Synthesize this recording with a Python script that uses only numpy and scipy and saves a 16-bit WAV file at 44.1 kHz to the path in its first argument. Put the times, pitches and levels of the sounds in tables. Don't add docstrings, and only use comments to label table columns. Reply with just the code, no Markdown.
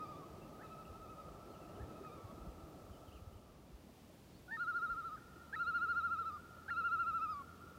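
import sys
import numpy as np
from scipy import signal
from scipy.fft import rfft, irfft, next_fast_len
from scipy.io import wavfile
from scipy.ndimage import map_coordinates

SR = 44100
rng = np.random.default_rng(int(sys.argv[2]) if len(sys.argv) > 2 else 0)


def transcribe(signal):
    frames = np.atleast_2d(signal).T
    limited = np.clip(frames, -1, 1)
    pcm = np.round(limited * 32767).astype(np.int16)
    wavfile.write(sys.argv[1], SR, pcm)


N = 343098

# start t/s, end t/s, slump t/s, slump depth, t/s of one pitch dip, throb rate/Hz,
# crest f/Hz, swing/Hz, base level/dB, 2nd and 3rd harmonic level/dB re the fundamental,
# echo level/dB, Doppler ratio of the echo
LOON_CALLS = [(-.55, .25, .24, 0.61, .066, 12.3, 1252, 42.2, -50.7, -20.5, -26, -60.5, 1.006),
              (.628, 1.42, 1.4, 0.48, .683, 12.9, 1267, 57, -60, -19.5, -26, -61, 1.02),
              (1.828, 2.32, 2.17, .35, 2.102, 12, 1288, 46, -60.5, -15.5, -23, -61.5, 1.035),
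              (4.569, 5.163, 5.152, 0.81, 4.73, 13.5, 1362, 76, -41.5, -40.5, -32, -58.3, 1),
              (5.558, 6.379, 6.346, 1, 5.579, 13.78, 1358, 70.7, -39, -33.5, -32, -56.5, 1.003),
              (6.702, 7.425, 7.342, 1.05, 6.752, 13.54, 1346, 62.3, -38, -29.5, -35, -58, 1.01)]
# f/Hz, level/dB re the fundamental
THROAT_RESONANCE = [(4500, -44), (4850, -27), (5100, -37), (5300, -46.5), (5700, -52)]
# t/s, gain/dB
TREMOLO_SWELLS = [(0, 2.5), (.11, -1.5), (.73, 1.5), (.97, -6.5), (1.17, 3), (1.96, -9), (2.06, 2.5),
                  (4.9, 0.5), (5.0, -2.5), (5.13, 1), (5.6, -.5), (6.1, 1), (6.72, -2), (6.94, 0.5),
                  (7.09, -1.5), (7.24, 1)]
# t/s, base level/dB
LAPPING_RIDE = [(0.0, -56), (1.08, -59), (1.86, -56), (3.03, -60.5), (3.4, -64), (7.78, -63.5)]
# f/Hz, relative level/dB
FAR_LAPPING_EQ = [(20, -35), (60, -5.5), (110, -0.5), (170, 1), (250, -3.5), (320, -1), (470, -5),
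                  (650, -3.5), (1000, -14), (1600, -23), (2100, -26.5), (3000, -28.5), (6000, -36),
                  (15000, -58)]
# f/Hz, relative level/dB
NEAR_LAPPING_EQ = [(25, -34.5), (65, -0.5), (115, 0.9), (170, 1.6), (300, -1.5), (480, -6), (700, -9.5),
                   (1000, -13.5), (1500, -20.5), (2100, -22.5), (3000, -23), (6000, -34), (15000, -54.5)]
# t/s, base level/dB
RUMBLE_RIDE = [(0.0, -72.5), (1.73, -67), (2.14, -73), (2.36, -65), (2.55, -63.5), (2.93, -69),
               (3.25, -66.5), (4.85, -76), (5.09, -71), (5.61, -77.5), (6.72, -78.5), (7.09, -70.5),
               (7.78, -80)]
# f/Hz, relative level/dB
RUMBLE_EQ = [(18, -27), (35, -6), (50, 2.5), (80, 2), (120, -7.5), (200, -21), (500, -57)]
# f/Hz, relative level/dB
HISS_EQ = [(100, -1), (2000, 2.5), (4800, 4), (7000, 1), (10000, -0.5), (13500, -1.5), (15000, 1.5),
           (16000, -4)]
# start t/s, end t/s, first f/Hz, last f/Hz, level/dB
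SONGBIRD_NOTES = [(.41, 0.447, 2640, 2780, -68), (0.85, 0.86, 3090, 2330, -60.5),
                  (1.495, 1.527, 4150, 4420, -75), (1.532, 1.569, 3250, 2500, -72),
                  (1.602, 1.66, 2830, 2500, -72), (1.67, 1.73, 2800, 2910, -78),
                  (1.75, 1.785, 3300, 2450, -72), (2.925, 2.956, 3200, 2910, -72),
                  (2.955, 2.978, 2900, 3160, -73), (3.067, 3.1, 3400, 2750, -70),
                  (3.111, 3.146, 2490, 3390, -68.5), (3.143, 3.188, 3250, 2240, -69),
                  (3.32, 3.348, 2750, 3250, -77), (3.359, 3.392, 3300, 2650, -76),
                  (4.335, 4.385, 4200, 4800, -76)]
# start t/s, end t/s, first f/Hz, last f/Hz, upward bow/Hz,
# base level/dB, fundamental level/dB re base
LOON_YELPS = [(0.59, 0.635, 690, 1030, -45, -55, -7), (1.789, 1.827, 779, 945, -11, -57, -7),
              (4.478, 4.518, 706, 807, -9, -53.5, -12), (4.508, 4.572, 833, 865, 71.5, -41.3, -17),
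              (5.169, 5.19, 850, 690, -25.5, -57.5, -19), (5.525, 5.56, 767, 1017, -19.5, -40.5, -20),
              (6.679, 6.708, 730, 1030, -39, -42.3, -19)]
# harmonic number, level/dB re base
YELP_OVERTONES = [(2, -1), (3, -36), (4, -32.5), (5, -32.5)]
# t/s, peak level/dB before trim and low cut, f/Hz
HULL_THUMPS = [(.912, -45.5, 70), (1.812, -43, 95), (1.83, -40.5, 67.7), (2.252, -40.5, 95),
               (2.418, -45, 55.5), (2.473, -42.5, 144.4), (2.487, -41.5, 61.9), (2.64, -51, 70),
               (2.91, -45.5, 75), (3.088, -48, 85.3), (3.157, -46, 65), (3.222, -45, 85),
               (3.275, -43, 89.6), (3.359, -45, 80), (3.745, -46, 56), (4.92, -49.5, 45)]

FADE_START_S, FADE_END_S = 3.13, 3.98
CREST_LEAD_S, SAG_HZ_PER_S2 = .54, 290
SLUMP_HZ, SLUMP_DB, SLUMP_S = 135, 4.5, .028
LOUDEST_SHARE, ARCH_DB = 0.35, 19
SLOWING_PER_S = .041
BRIGHT_DB, BRIGHT_S = 8.5, 0.09


def amp(db):
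    return 10 ** (np.asarray(db) / 20)


def unit(x):
    return x / np.sqrt(np.mean(x ** 2) + 1e-20)


def eq_db(points, hz):
    freqs, levels = np.transpose(points)
    return np.interp(np.log(hz + 1), np.log(freqs), levels)


def ride_db(points, t):
    return np.interp(t, *np.transpose(points))


def span(start, end, edge_s):
    t = np.arange(start, end, 1 / SR)
    gate = np.sin(np.pi / 2 * np.clip(np.minimum(t - t[0], t[-1] - t) / edge_s, 0, 1)) ** 2
    return t, (t - start) / (end - start), gate


def wobble(size, rate):
    return map_coordinates(rng.standard_normal(2 ** 13), [np.arange(size) * rate / SR], mode="wrap")


def phase_of(hz):
    return 2 * np.pi * np.cumsum(hz) / SR


def noise(eq):
    size = next_fast_len(N + 2 ** 13)
    colour = amp(eq_db(eq, np.fft.rfftfreq(size, 1 / SR)))
    return unit(irfft(rfft(rng.standard_normal(size)) * colour, size)[:N])


def add(track, start, x):
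    i = round(start * SR)
    x, i = x[max(-i, 0):], max(i, 0)
    track[i:i + len(x)] += x[:len(track) - i]


def tremolo(start, end, slump_s, depth, dip_s, throb_hz, crest_hz, swing_hz, level_db, second_db,
            third_db, sharpness=0.17, swell_db_per_hz=0.0643, jitter_hz=5, flutter_db=0.25,
            overtone_flutter_db=2.8, throb_scatter_db=2.3, dulling_db=4):
    t, progress, gate = span(start, end, edge_s=0.0053)
    slump = depth * (1 + np.tanh((t - slump_s) / SLUMP_S / 2)) / 2
    pitch = crest_hz - SAG_HZ_PER_S2 * (t - slump_s + CREST_LEAD_S) ** 2 - SLUMP_HZ * slump
    envelope_db = level_db - ARCH_DB * (progress - LOUDEST_SHARE) ** 2 - SLUMP_DB * slump
    throb = 2 * np.pi * throb_hz * (t - dip_s) * (1 - SLOWING_PER_S * (t - dip_s) / 2)
    bend_hz = -swing_hz * (1 - slump) * (np.cos(throb) + sharpness * np.cos(2 * throb))
    phase = phase_of(pitch + bend_hz + jitter_hz * wobble(len(t), 200))
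    voice = amp(swell_db_per_hz * bend_hz + flutter_db * wobble(len(t), 120.6)) * np.sin(phase)
    bright_db = BRIGHT_DB * np.exp((start - t) / BRIGHT_S)
    overtones_db = [second_db + bright_db + 0.056 * bend_hz - dulling_db * slump,
                    third_db + bright_db + .006 * bend_hz,
                    eq_db(THROAT_RESONANCE, 4 * pitch)]
    for k, db in enumerate(overtones_db, 2):
        flicker_db = overtone_flutter_db * wobble(len(t), 90.1)
        flicker_db += throb_scatter_db * wobble(len(t), 2 * throb_hz)
        voice += amp(db + flicker_db) * np.sin(k * phase)
    return np.sqrt(2) * gate * voice, envelope_db


def shore_echo(x, doppler=1, spread=.016, shores=3, t60=5.2, build_s=0.23,
               hill_s=1.25, hill_width_s=0.2, hill_db=-2, high_cut_hz=1800):
    t = np.arange(3 * SR) / SR
    hillside = 1 + amp(hill_db) * np.exp(-((t - hill_s) / hill_width_s) ** 2)
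    decay = amp(-60 * t / t60) * (1 - np.exp(-t / build_s)) * hillside
    echo = np.zeros(len(x) + len(t))
    for ratio in doppler + spread * np.linspace(-1, 1, shores):
        shifted = np.interp(np.arange(0, len(x), ratio), np.arange(len(x)), x)
        add(echo, 0, signal.fftconvolve(shifted, rng.standard_normal(len(t)) * decay))
    echo /= np.linalg.norm(decay) * np.sqrt(shores)
    return signal.sosfilt(signal.butter(2, high_cut_hz, fs=SR, output="sos"), echo)


def air_shimmer(x, depth_db=2.5, rate=22):
    return x * amp(depth_db * wobble(N, rate))


def ripple_scatter(x, t60=0.23):
    t = np.arange(SR // 2) / SR
    tail = rng.standard_normal(len(t)) * amp(-60 * t / t60)
    return signal.fftconvolve(x, tail / np.linalg.norm(tail))[:N]


def loons(t, blend, far_scatter_db=-8, near_scatter_db=-28, yelp_echo_db=-18, echo_follow=0.3):
    far, near, far_echo, near_echo = np.zeros((4, N))

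    def buses(start):
        return (far, far_echo) if start < FADE_START_S else (near, near_echo)

    for start, *call, echo_db, doppler in LOON_CALLS:
        voice, envelope_db = tremolo(start, *call)
        direct, echo = buses(start)
        add(direct, start, amp(envelope_db) * voice)
        send = unit(amp(echo_follow * envelope_db) * voice)
        add(echo, start, amp(echo_db) * shore_echo(send, doppler))
    swell = amp(ride_db(TREMOLO_SWELLS, t))
    far *= swell
    near *= swell
    for start, *note, fundamental_db in LOON_YELPS:
        cry = yelp(start, note, fundamental_db)
        direct, echo = buses(start)
        add(direct, start, cry)
        add(echo, start, amp(yelp_echo_db) * shore_echo(cry))
    far_mix = air_shimmer(far) + far_echo + amp(far_scatter_db) * ripple_scatter(far)
    near_mix = near + near_echo + amp(near_scatter_db) * ripple_scatter(near)
    return np.sqrt(1 - blend) * far_mix + blend * near_mix


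def gurgles(count=260, centre_hz=380, spread=0.501, cycles=12, rise=0.22, size_db=4.0):
    bubbles, t = np.zeros(N), np.arange(SR // 10) / SR
    starts = rng.uniform(0, N / SR, count)
    pitches = centre_hz * np.exp(spread * rng.standard_normal(count))
    sizes = np.minimum(rng.exponential(1, count), 3)
    for start, hz, size in zip(starts, pitches, sizes):
        age = t * hz / cycles
        envelope = amp(size_db * size - 26 * age) * (1 - np.exp(-t * hz))
        add(bubbles, start, envelope * np.sin(phase_of(hz * (1 + rise * age))))
    return unit(bubbles)


def lapping(t, blend, far_db=1.78, near_db=3.0, gurgle_db=-7):
    far = np.sqrt(1 - blend) * amp(far_db) * noise(FAR_LAPPING_EQ)
    near = np.sqrt(blend) * amp(near_db) * noise(NEAR_LAPPING_EQ)
    return amp(ride_db(LAPPING_RIDE, t)) * (far + near + amp(gurgle_db) * gurgles())


def hull_rumble(t, trim_db=2, heave_db=3.0):
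    return amp(ride_db(RUMBLE_RIDE, t) + trim_db + heave_db * wobble(N, 9)) * noise(RUMBLE_EQ)


def microphone_hiss(blend, level_db=-71.5):
    return amp(level_db) * ((1 - blend) * noise(HISS_EQ) + blend * noise(HISS_EQ))


def glide(start, end, from_hz, to_hz, bow_hz, level_db, partials,
          crack=0, crack_s=0.005, jitter=0.0035, loudest_share=0.48, arch_db=29):
    t, progress, gate = span(start, end, edge_s=0.0046)
    hz = from_hz + (to_hz - from_hz) * progress + bow_hz * np.sin(np.pi * progress)
    envelope = gate * amp(level_db - arch_db * (progress - loudest_share) ** 2)
    roughness = jitter + crack * np.exp((t - end) / crack_s)
    phase = phase_of(hz * (1 + roughness * wobble(len(t), 1200)))
    return np.sqrt(2) * envelope * sum(amp(db) * np.sin(k * phase) for k, db in partials)


def songbird(tuning=0.99, trim_db=-2.5, scatter_db=-3):
    song = np.zeros(N)
    for start, end, from_hz, to_hz, db in SONGBIRD_NOTES:
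        add(song, start, glide(start, end, from_hz, to_hz, 0, db, [(tuning, trim_db)]))
    return song + amp(scatter_db) * ripple_scatter(song)


def yelp(start, note, fundamental_db):
    return glide(start, *note, [(1, fundamental_db), *YELP_OVERTONES], crack=.14)


def thumps(sag_per_s=3, width_cycles=0.86, trim_db=-1, low_cut_hz=30):
    hull, t = np.zeros(N), np.arange(-SR // 10, SR // 10) / SR
    for peak_s, db, hz in HULL_THUMPS:
        phase = phase_of(hz * np.exp(-sag_per_s * t)) + rng.uniform(0, 2 * np.pi)
        envelope = amp(db + trim_db) / np.cosh(2 * t * hz / width_cycles)
        add(hull, peak_s + t[0], envelope * np.sin(phase))
    return signal.sosfilt(signal.butter(2, low_cut_hz, "highpass", fs=SR, output="sos"), hull)


def drone(t, start_s=4.98, fade_in_s=0.22, climb_s=1.3, from_hz=66, to_hz=85.3,
          settled_db=-64.5, db_per_hz=.25, waver_db=1, waver_hz=0.5, octave_db=-10):
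    age = t - start_s
    climb = np.sin(np.pi / 2 * np.clip(age / climb_s, 0, 1)) ** 2
    hz = from_hz + (to_hz - from_hz) * climb
    db = settled_db + db_per_hz * (hz - to_hz) + waver_db * wobble(N, 4.05)
    envelope = np.clip(age / fade_in_s, 0, 1) * amp(db)
    phase = phase_of(hz + waver_hz * wobble(N, 5))
    return np.sqrt(2) * envelope * (np.sin(phase) + amp(octave_db) * np.sin(2 * phase))


def scene():
    t = np.arange(N) / SR
    blend = np.clip((t - FADE_START_S) / (FADE_END_S - FADE_START_S), 0, 1)
    hiss = microphone_hiss(blend)
    birds = loons(t, blend) + songbird()
    boat = thumps() + lapping(t, blend) + hull_rumble(t)
    return (birds + boat + drone(t) + hiss)[None]


def record(dry, high_cut_hz=15850):
    size = next_fast_len(N + SR // 2)
    passband = np.fft.rfftfreq(size, 1 / SR) < high_cut_hz
    return irfft(rfft(dry, size) * passband, size)[..., :N]


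dry = scene()
out = record(dry)
transcribe(out)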